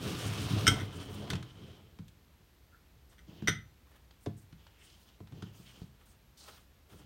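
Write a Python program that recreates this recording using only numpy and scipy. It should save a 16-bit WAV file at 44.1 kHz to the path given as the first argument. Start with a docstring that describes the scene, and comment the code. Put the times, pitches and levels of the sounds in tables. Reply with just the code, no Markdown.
"""A table in a small room, heard from just above, where painting things are being arranged.
A glass water dish is dragged along by stick-slip friction and clinks into a second one; later the two
chatter again. Each impact excites the damped modes of the glass and of the table top. A plastic palette
is nudged and tapped, hands knock on the drawing board and brush over the paper, a sleeve rustles and a
fingertip rubs a rim. Short reverberation follows, over a quiet rumble, hiss and thin whine."""
import sys
import numpy as np
from scipy import signal
from scipy.fft import rfft, irfft, next_fast_len
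from scipy.io import wavfile
from scipy.ndimage import uniform_filter1d

SR = 44100
rng = np.random.default_rng(int(sys.argv[2]) if len(sys.argv) > 2 else 0)


def unload_audio(sound):
    """Save the sound as a 16-bit wav file, at the path given as the first command line argument."""
    columns = np.transpose(np.atleast_2d(sound))
    # keep every value between -1 and 1, then stretch to whole-number steps
    steps = np.round(np.clip(columns, -1, 1) * 32767)
    wavfile.write(sys.argv[1], SR, steps.astype(np.int16))


N = 310905
TIME = np.arange(N) / SR
RING_TIME = TIME[:SR // 2]

# Glass meets glass. Each row: start in seconds, level in dB, first gap in seconds, ratio of each gap to
# the last, loss per bounce in dB, pitch favoured by the graze in Hz, by later touches in Hz, dish index.
CLINKS = [(0.668, -19, 0.009, 0.55, 6, 1400, 6500, 0), (0.791, -45.5, 0.0085, 0.8, 2, 1400, 1700, 1),
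          (1.302, -40.5, 0.005, 1.2, 8, 5000, 5000, 1), (3.182, -61, 0.0087, 0.8, 6, 1400, 1700, 1),
          (3.4742, -25, 0.0065, 0.9, 3.5, 3600, 3300, 1)]
# A hand or dish comes down on the table. Each row: start in seconds, thud level in dB, tick level in dB,
# favoured pitch in Hz, fall-off around that pitch in dB per octave.
KNOCKS = [(0.812, -35, -60, 100, 3.5), (1.333, -31.5, -39.5, 143, 20), (1.7, -45.5, -75, 120, 8),
          (1.988, -42.5, -59, 160, 10.5), (3.422, -36, -58, 194, 13), (4.261, -39.5, -50, 630, 16),
          (4.268, -32, -73, 290, 4.5), (4.526, -49, -62, 170, 13), (5.203, -44.5, -66, 390, 1),
          (5.322, -44.5, -63, 146, 30), (5.423, -39.5, -50, 185, 6), (5.597, -48.5, -70, 161, 18),
          (5.816, -41, -65, 165, 10)]
# Light taps on palette and board. Each row: start in seconds, level in dB, tilt in dB per octave.
TAPS = [(1.302, -37.5, 1.5), (1.354, -45.5, -1.5), (1.427, -51, -1.5), (2.081, -62, 3.5),
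        (4.109, -61.5, -2.5), (4.667, -58.5, -3.5), (5.273, -61.5, -5.5)]
# Pushes of the dish, each gentler than the last, and of the palette.
# Each row: start in seconds, length in seconds, table rumble in dB, scrape in dB.
DISH_DRAGS = [(-0.04, 0.76, -36, -44), (0.85, 0.45, -44, -52.5), (1.42, 0.32, -54.5, -63)]
PALETTE_NUDGES = [(3.26, 0.2, -55.5, -65), (4.56, 0.33, -75, -71), (4.78, 0.23, -77, -67),
                  (5.03, 0.06, -79, -67.5), (5.3, 0.18, -54.5, -65), (5.5, 0.29, -63, -63.5),
                  (6.9, 0.12, -53, -67.5)]
# A hand brushes the paper. Each row: start in seconds, length in seconds, hiss in dB, soft rub in dB.
HAND_STROKES = [(3.09, 0.05, -73.5, -71), (3.86, 0.11, -82, -69), (4.78, 0.3, -72, -88),
                (5.54, 0.29, -69, -74), (5.94, 0.073, -90, -67), (6.05, 0.07, -68.5, -65.5),
                (6.368, 0.13, -60, -67.5), (6.46, 0.11, -61, -63), (6.885, 0.12, -68.5, -65)]
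# The sleeve moves with the arm. Each row: start in seconds, length in seconds, level in dB.
SLEEVE_RUSTLES = [(0.76, 0.46, -62), (4.2, 0.04, -68.5), (4.365, 0.015, -56.5)]

# Normal modes of dish 0, dish 1 and the table top.
# Each row: frequency in Hz, bandwidth in Hz before any damping factor, relative level in dB.
LEFT_DISH_MODES = [(1340, 49, 0), (1510, 36, -3), (2090, 65, -3), (3080, 81, 0), (3210, 20, -2),
                   (3500, 38, -11), (3790, 60, -11), (4500, 24, -19), (5310, 170, -2), (5870, 37, -9),
                   (6160, 66, -13), (6830, 17, -13), (6970, 57, -11), (7950, 54, -14), (8490, 55, -7),
                   (11600, 42, -16)]
RIGHT_DISH_MODES = [(1290, 19, -7), (1480, 30, -3), (1880, 41, 0), (2060, 30, -1), (3270, 130, -5),
                    (3640, 15, -7), (4120, 28, -17), (4720, 32, -17), (5030, 43, -21), (5880, 120, -9),
                    (6000, 15, -10), (6200, 23, -13), (7180, 49, -24), (8660, 46, -16), (11500, 31, -25),
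                    (11900, 61, -27)]
TABLE_MODES = [(58.5, 12, -13.5), (100, 20, 1.5), (131.3, 32, -1.5), (171.5, 21, -4.5), (211.4, 15, -4),
               (312, 44, -7.5), (421.4, 39, -10.5), (593, 60, -27.5), (687, 78, -21.5), (1020, 160, -23)]
# How each dish sits on the table. Each row: damping factor, crack level in dB, after-ring level in dB.
DISH_SEATING = [(1.1, -4, -9.5), (2.6, -6, -17)]

# Spectra of the impacts, the friction and the room tone. Each row: frequency in Hz, relative level in dB.
GLASS_CRACK_SPECTRUM = [(600, -4), (1120, -26.5), (1450, -3.5), (2150, 3.5), (2700, -19.5), (3200, -2),
                        (3650, -2.5), (4350, -19.5), (5300, -9.5), (5900, 0), (7600, -32), (8550, -5.5),
                        (10000, -34.5), (11700, -16.5), (15000, -28)]
TAP_SPECTRUM = [(300, -16), (800, -5.5), (1400, -0.5), (2300, -5), (3300, 2), (5000, -6.5), (9000, -14.5),
                (15000, -27)]
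DISH_SCRAPE_SPECTRUM = [(600, -10.5), (900, -5.5), (1240, 0.5), (1600, -3.5), (2000, -6), (2500, -2.5),
                        (3080, 0), (3700, -2.5), (4800, -7.5), (5400, -6.5), (7600, -14), (8750, -11),
                        (10500, -16.5), (15500, -18.5)]
PALETTE_SCRAPE_SPECTRUM = [(500, -4), (1000, 2), (1500, 1), (2300, 1), (3100, 11), (3900, 0), (4500, 0.5),
                           (6500, -4.5), (9000, -19), (15000, -10)]
HISS_SPECTRUM = [(1760, -30), (3000, -10.5), (4260, -3.5), (7830, -6.5), (8580, -2.5), (10500, -11.5),
                 (14600, -14.5), (16000, -9)]
SOFT_RUB_SPECTRUM = [(400, 0), (900, -1.5), (1350, 0.5), (2300, -8), (3200, -3.5), (5000, -18.5)]
ROOM_TONE_SPECTRUM = [(15, -55), (25, -21), (40, -6.5), (59, 3.5), (108, -7.5), (180, -12.5), (285, -16.5),
                      (754, -25), (840, -24.5), (1100, -26), (3250, -29), (4140, -30.5), (5000, -33),
                      (11900, -41), (16000, -36.5)]
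# Reverberation of the room. Each row: frequency in Hz, time to decay by 60 dB in seconds.
ROOM_T60 = [(100, 0.52), (400, 0.19), (2000, 0.29), (6000, 0.2), (14000, .2)]

STROKE_ATTACK_S, STROKE_RELEASE_S = 0.013, 0.032
TICK_T60_S, THUD_LAG_S = 0.044, 0.0018  # the table answers just after the contact


def clinks(touches=6, graze_db=-3, thud_db=-5, thud_hz=210):
    """Inelastic collision: the dishes graze, hit fully and shake the table, then rebound more weakly."""
    out = np.zeros(N)
    for start, db, gap_s, gap_ratio, loss_db, graze_hz, favoured_hz, dish in CLINKS:
        add(out, start + gap_s + THUD_LAG_S, from_db(db + thud_db) * table_thud(thud_hz, focus_db=2))
        for k in range(touches):
            touch_db, touch_hz = (graze_db, graze_hz) if k == 0 else (-loss_db * (k - 1), favoured_hz)
            add(out, start, from_db(db + touch_db) * glass_touch(round(dish), touch_hz))
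            start += gap_s * gap_ratio ** k
    return out


def glass_touch(dish, favoured_hz, focus_db=2, crack_t60_s=0.024, after_ring_hz=3300):
    """Damped free vibration: table and water absorb most of the ring; the middle modes sing on faintly."""
    damping, crack_db, after_ring_db = DISH_SEATING[dish]
    modes = [LEFT_DISH_MODES, RIGHT_DISH_MODES][dish]
    ring = ringing(favouring(modes, favoured_hz, focus_db), damping)
    after_ring = ringing(favouring(modes, after_ring_hz, focus_db=2), damping=0.29)
    clack = crack(favouring(GLASS_CRACK_SPECTRUM, favoured_hz, focus_db), crack_t60_s)
    return unit_blow(ring + from_db(after_ring_db) * after_ring + from_db(crack_db) * clack)


def dish_drag(fast_db=-43, slow_cut_hz=5000, rim_band_hz=(2850, 3350), rim_db=-9, grit_db=-10):
    """Sliding friction drives the table; as the dish slows, its rasp dulls and the rim's note emerges."""
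    rumble, scrape = movements(DISH_DRAGS, attack_s=0.079, release_s=0.13, swells_db=(7, 0))
    slips = friction(DISH_SCRAPE_SPECTRUM, judder_db=1, wander_db=2)
    fast_rasp = unit_rms(slips + from_db(grit_db) * grit())
    rim = unit_rms(butter(fast_rasp, rim_band_hz, "band"))
    slow_rasp = butter(fast_rasp, slow_cut_hz, "low", order=1) + from_db(rim_db) * rim
    speed = np.clip(scrape / from_db(fast_db), 0, 1)
    rasp = speed * fast_rasp + (1 - speed) * slow_rasp
    boom = friction(response(TABLE_MODES), judder_db=1, wander_db=3)
    return rumble * boom + scrape * rasp


def grit(per_s=250, spread_db=3):
    """A Poisson process: specks of grit catch under the glass at independent random instants."""
    sizes = from_db(spread_db * np.minimum(rng.exponential(1, N), 4)) * rng.choice([-1, 1], N)
    catches = rng.random(N) < per_s / SR
    return coloured(sizes * catches, DISH_SCRAPE_SPECTRUM)


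def knocks():
    """Impact on a plate: a dull tick of contact, then the boom of the table."""
    out = np.zeros(N)
    for start, thud_db, tick_db, favoured_hz, focus_db in KNOCKS:
        add(out, start, from_db(tick_db) * crack(TAP_SPECTRUM, TICK_T60_S, tilt_db=-2.5))
        add(out, start + THUD_LAG_S, from_db(thud_db) * table_thud(favoured_hz, focus_db))
    return out


def table_thud(favoured_hz, focus_db, top_hz=1500):
    """A soft, heavy contact acts as a low-pass filter, exciting the low modes of the table top."""
    boom = ringing(favouring(TABLE_MODES, favoured_hz, focus_db), damping=0.8, rise_s=0.00097)
    return butter(boom, top_hz, "low")


def taps():
    """Heavy damping in plastic and wood reduces each tap to a dry tick."""
    out = np.zeros(N)
    for start, db, tilt_db in TAPS:
        add(out, start, from_db(db) * crack(TAP_SPECTRUM, TICK_T60_S, tilt_db))
    return out


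def palette_nudges():
    """Forced vibration: light plastic scrapes and shakes the table, gathering speed until it stops."""
    rumble, scrape = movements(PALETTE_NUDGES, attack_s=0.039, release_s=0.048, swells_db=(1, 1))
    modes = favouring(TABLE_MODES, hz=300, focus_db=2)
    boom = friction(response(modes), judder_db=-2.5, wander_db=3)
    rasp = friction(PALETTE_SCRAPE_SPECTRUM, judder_db=-0.5, wander_db=3.5)
    return rumble * boom + scrape * rasp


def paper_brushing():
    """Friction noise on paper: as the hand flattens, the fingertips' hiss yields to the palm's soft rub."""
    hiss, rub = movements(HAND_STROKES, STROKE_ATTACK_S, STROKE_RELEASE_S, swells_db=(-2, 3.5))
    fingertips = friction(HISS_SPECTRUM, judder_db=-0.5, wander_db=4)
    palm = friction(SOFT_RUB_SPECTRUM, judder_db=5, wander_db=2)
    return hiss * fingertips + rub * palm


def sleeve(low_hz=8000):
    """Friction of knitted cloth gives only the highest part of the brushing hiss."""
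    level, = movements(SLEEVE_RUSTLES, STROKE_ATTACK_S, STROKE_RELEASE_S, swells_db=(0,))
    hiss = friction(HISS_SPECTRUM, judder_db=6.5, wander_db=2)
    return level * unit_rms(butter(hiss, low_hz, "high"))


def rim_rub(start_s=2.72, length_s=0.028, db=-62, band_hz=(1300, 1600)):
    """Narrow-band excitation: a fingertip slipping on the rim wakes only the lowest notes of the glass."""
    notes = unit_rms(butter(rng.standard_normal(N), band_hz, "band"))
    return from_db(db) * gesture(start_s, length_s, STROKE_ATTACK_S, release_s=0.012, swell_db=0) * notes


def ringing(modes, damping, rise_s=0.00087, spread_db=1.5):
    """Modal superposition: decaying sinusoids, among which each blow shares its force differently."""
    hz, width, db = np.transpose(modes)[:, :, None]
    amplitudes = width * from_db(db + spread_db * rng.standard_normal(db.shape))
    waves = np.sin(2 * np.pi * (hz * RING_TIME + rng.random(hz.shape)))
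    decays = np.exp(-np.pi * damping * width * RING_TIME)
    rise = 1 - np.exp(-RING_TIME / rise_s)
    return unit_blow(np.sum(amplitudes * waves * decays, axis=0) * rise)


def crack(spectrum, t60_s, tilt_db=0):
    """Modal overlap: the many short-lived modes of a blow merge into decaying noise."""
    noise = coloured(rng.standard_normal(len(RING_TIME)), spectrum, tilt_db)
    return unit_blow(noise * from_db(-60 * RING_TIME / t60_s))


def favouring(table, hz, focus_db):
    """Selective excitation: a blow's place and softness favour one pitch; the rest fall off per octave."""
    weighted = np.array(table, float)
    weighted[:, -1] -= focus_db * np.abs(np.log2(weighted[:, 0] / hz))
    return weighted


def friction(spectrum, judder_db, wander_db, lowest_band_hz=250):
    """Stick-slip: tiny slips bunch as the grip varies; each octave swells alone as the contact moves."""
    size = next_fast_len(N)
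    slips = (rng.random(size) < 0.3) * rng.standard_normal(size)
    bins = rfft(coloured(slips, spectrum))
    octave = np.log2(np.maximum(np.fft.rfftfreq(size, 1 / SR) / lowest_band_hz, 1))
    bands = (irfft(bins * np.maximum(1 - np.abs(octave - k), 0), size)[:N] for k in range(7))
    wandering = sum(band * from_db(wander_db * drift(corner_hz=10)) for band in bands)
    return unit_rms(wandering * from_db(judder_db * drift(corner_hz=17)))


def response(modes):
    """Resonance curves add in power under a rough push. Each row returned: frequency in Hz, level in dB."""
    hz, width, db = np.transpose(modes)[:, :, None]
    drive_hz = np.geomspace(30, 4000, 500)
    power = from_db(2 * db) / (1 + ((drive_hz ** 2 - hz ** 2) / (drive_hz * width)) ** 2)
    roll_off = 1 + (drive_hz / hz.max()) ** 8
    return np.column_stack([drive_hz, 10 * np.log10(power.sum(axis=0) / roll_off)])


def movements(rows, attack_s, release_s, swells_db):
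    """One amplitude envelope for each level column; where movements overlap, the strongest prevails."""
    return [np.max([from_db(levels[k]) * gesture(start, length, attack_s, release_s, swell_db)
                    for start, length, *levels in rows], axis=0)
            for k, swell_db in enumerate(swells_db)]


def gesture(start, length, attack_s, release_s, swell_db):
    """Envelope of one hand movement: linear attack, a hold sloping by swell_db, exponential release."""
    t = TIME - start
    hold = from_db(swell_db * (np.clip(t / length, 0, 1) - 0.5))
    return np.clip(t / attack_s, 0, 1) * hold * np.exp(-np.maximum(t - length, 0) / release_s)


def drift(corner_hz, step=40, settling=2000):
    """Low-pass noise: a smooth random fluctuation of unit rms."""
    pole = np.exp(-2 * np.pi * corner_hz * step / SR)
    noise = rng.standard_normal(N // step + settling + 2)
    slow = signal.lfilter([1], [1, -2 * pole, pole * pole], noise)[settling:]
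    return np.interp(np.arange(N) / step, np.arange(len(slow)), unit_rms(slow))


def coloured(x, spectrum, tilt_db=0):
    """Spectral shaping to unit rms, with a tilt per octave and a steep fall below the lowest point."""
    hz = np.maximum(np.fft.rfftfreq(len(x), 1 / SR), 1)
    shape = from_db(at_hz(spectrum, hz) + tilt_db * np.log2(hz))
    bass_fall = np.minimum(hz / spectrum[0][0], 1) ** 2
    return unit_rms(irfft(rfft(x) * shape * bass_fall, len(x)))


def at_hz(points, hz):
    """Interpolation on a logarithmic frequency axis."""
    point_hz, values = np.transpose(points)
    return np.interp(np.log(np.maximum(hz, 1)), np.log(point_hz), values)


def butter(x, hz, kind, order=2):
    """Causal Butterworth filter."""
    return signal.sosfilt(signal.butter(order, hz, kind, fs=SR, output="sos"), x)


def from_db(db):
    """Amplitude ratio of a level in decibels."""
    return 10 ** (np.asarray(db) / 20)


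def unit_rms(x):
    """Normalisation to unit mean power."""
    return x / np.sqrt(np.mean(x ** 2) + 1e-20)


def unit_blow(x):
    """Normalisation to unit mean power over the loudest hundredth of a second."""
    return x / np.sqrt(uniform_filter1d(x ** 2, SR // 100, mode="constant").max())


def add(track, start_s, sound):
    """Linear superposition of a sound on a track."""
    start = round(start_s * SR)
    track[start:start + len(sound)] += sound[:N - start]


def room(x, wet_db=-11, gap_s=0.005):
    """Reverberation: diffuse reflections decay exponentially, lasting longest in the bass."""
    edges_hz = np.geomspace(40, 18000, 10)
    tail = np.zeros(len(RING_TIME))
    for low, high in zip(edges_hz, edges_hz[1:]):
        band = butter(rng.standard_normal(len(RING_TIME)), [low, high], "band")
        tail += band * from_db(-60 * RING_TIME / at_hz(ROOM_T60, np.sqrt(low * high)))
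    tail *= np.clip(RING_TIME / gap_s - 1, 0, 1)  # reflections arrive after the direct sound
    tail /= np.sqrt(np.sum(tail ** 2))
    return x + from_db(wet_db) * signal.fftconvolve(x, tail)[:N]


def background(air_db=-61.5, whine_band_hz=(11700, 12000), whine_db=-82):
    """Stationary noise: broadband room rumble and hiss, with a thin narrow-band whine."""
    air = coloured(rng.standard_normal(next_fast_len(N)), ROOM_TONE_SPECTRUM)[:N]
    whine = unit_rms(butter(rng.standard_normal(N), whine_band_hz, "band", order=1))
    return from_db(air_db) * air + from_db(whine_db) * whine


def scene():
    """Superposition: everything on the table sounds into the same room, in one channel."""
    impacts = clinks() + knocks() + taps()
    rubbing = dish_drag() + palette_nudges() + paper_brushing() + sleeve() + rim_rub()
    return (room(impacts + rubbing) + background())[None]


def record(dry, bass_cut_hz=35, top_cut_hz=15900):
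    """Band limiting: the microphone loses the deepest bass, and the top is cut steeply."""
    thinned = butter(dry, bass_cut_hz, "high")
    return signal.sosfilt(signal.ellip(10, 0.2, 70, top_cut_hz, fs=SR, output="sos"), thinned)


dry = scene()
out = record(dry)
unload_audio(out)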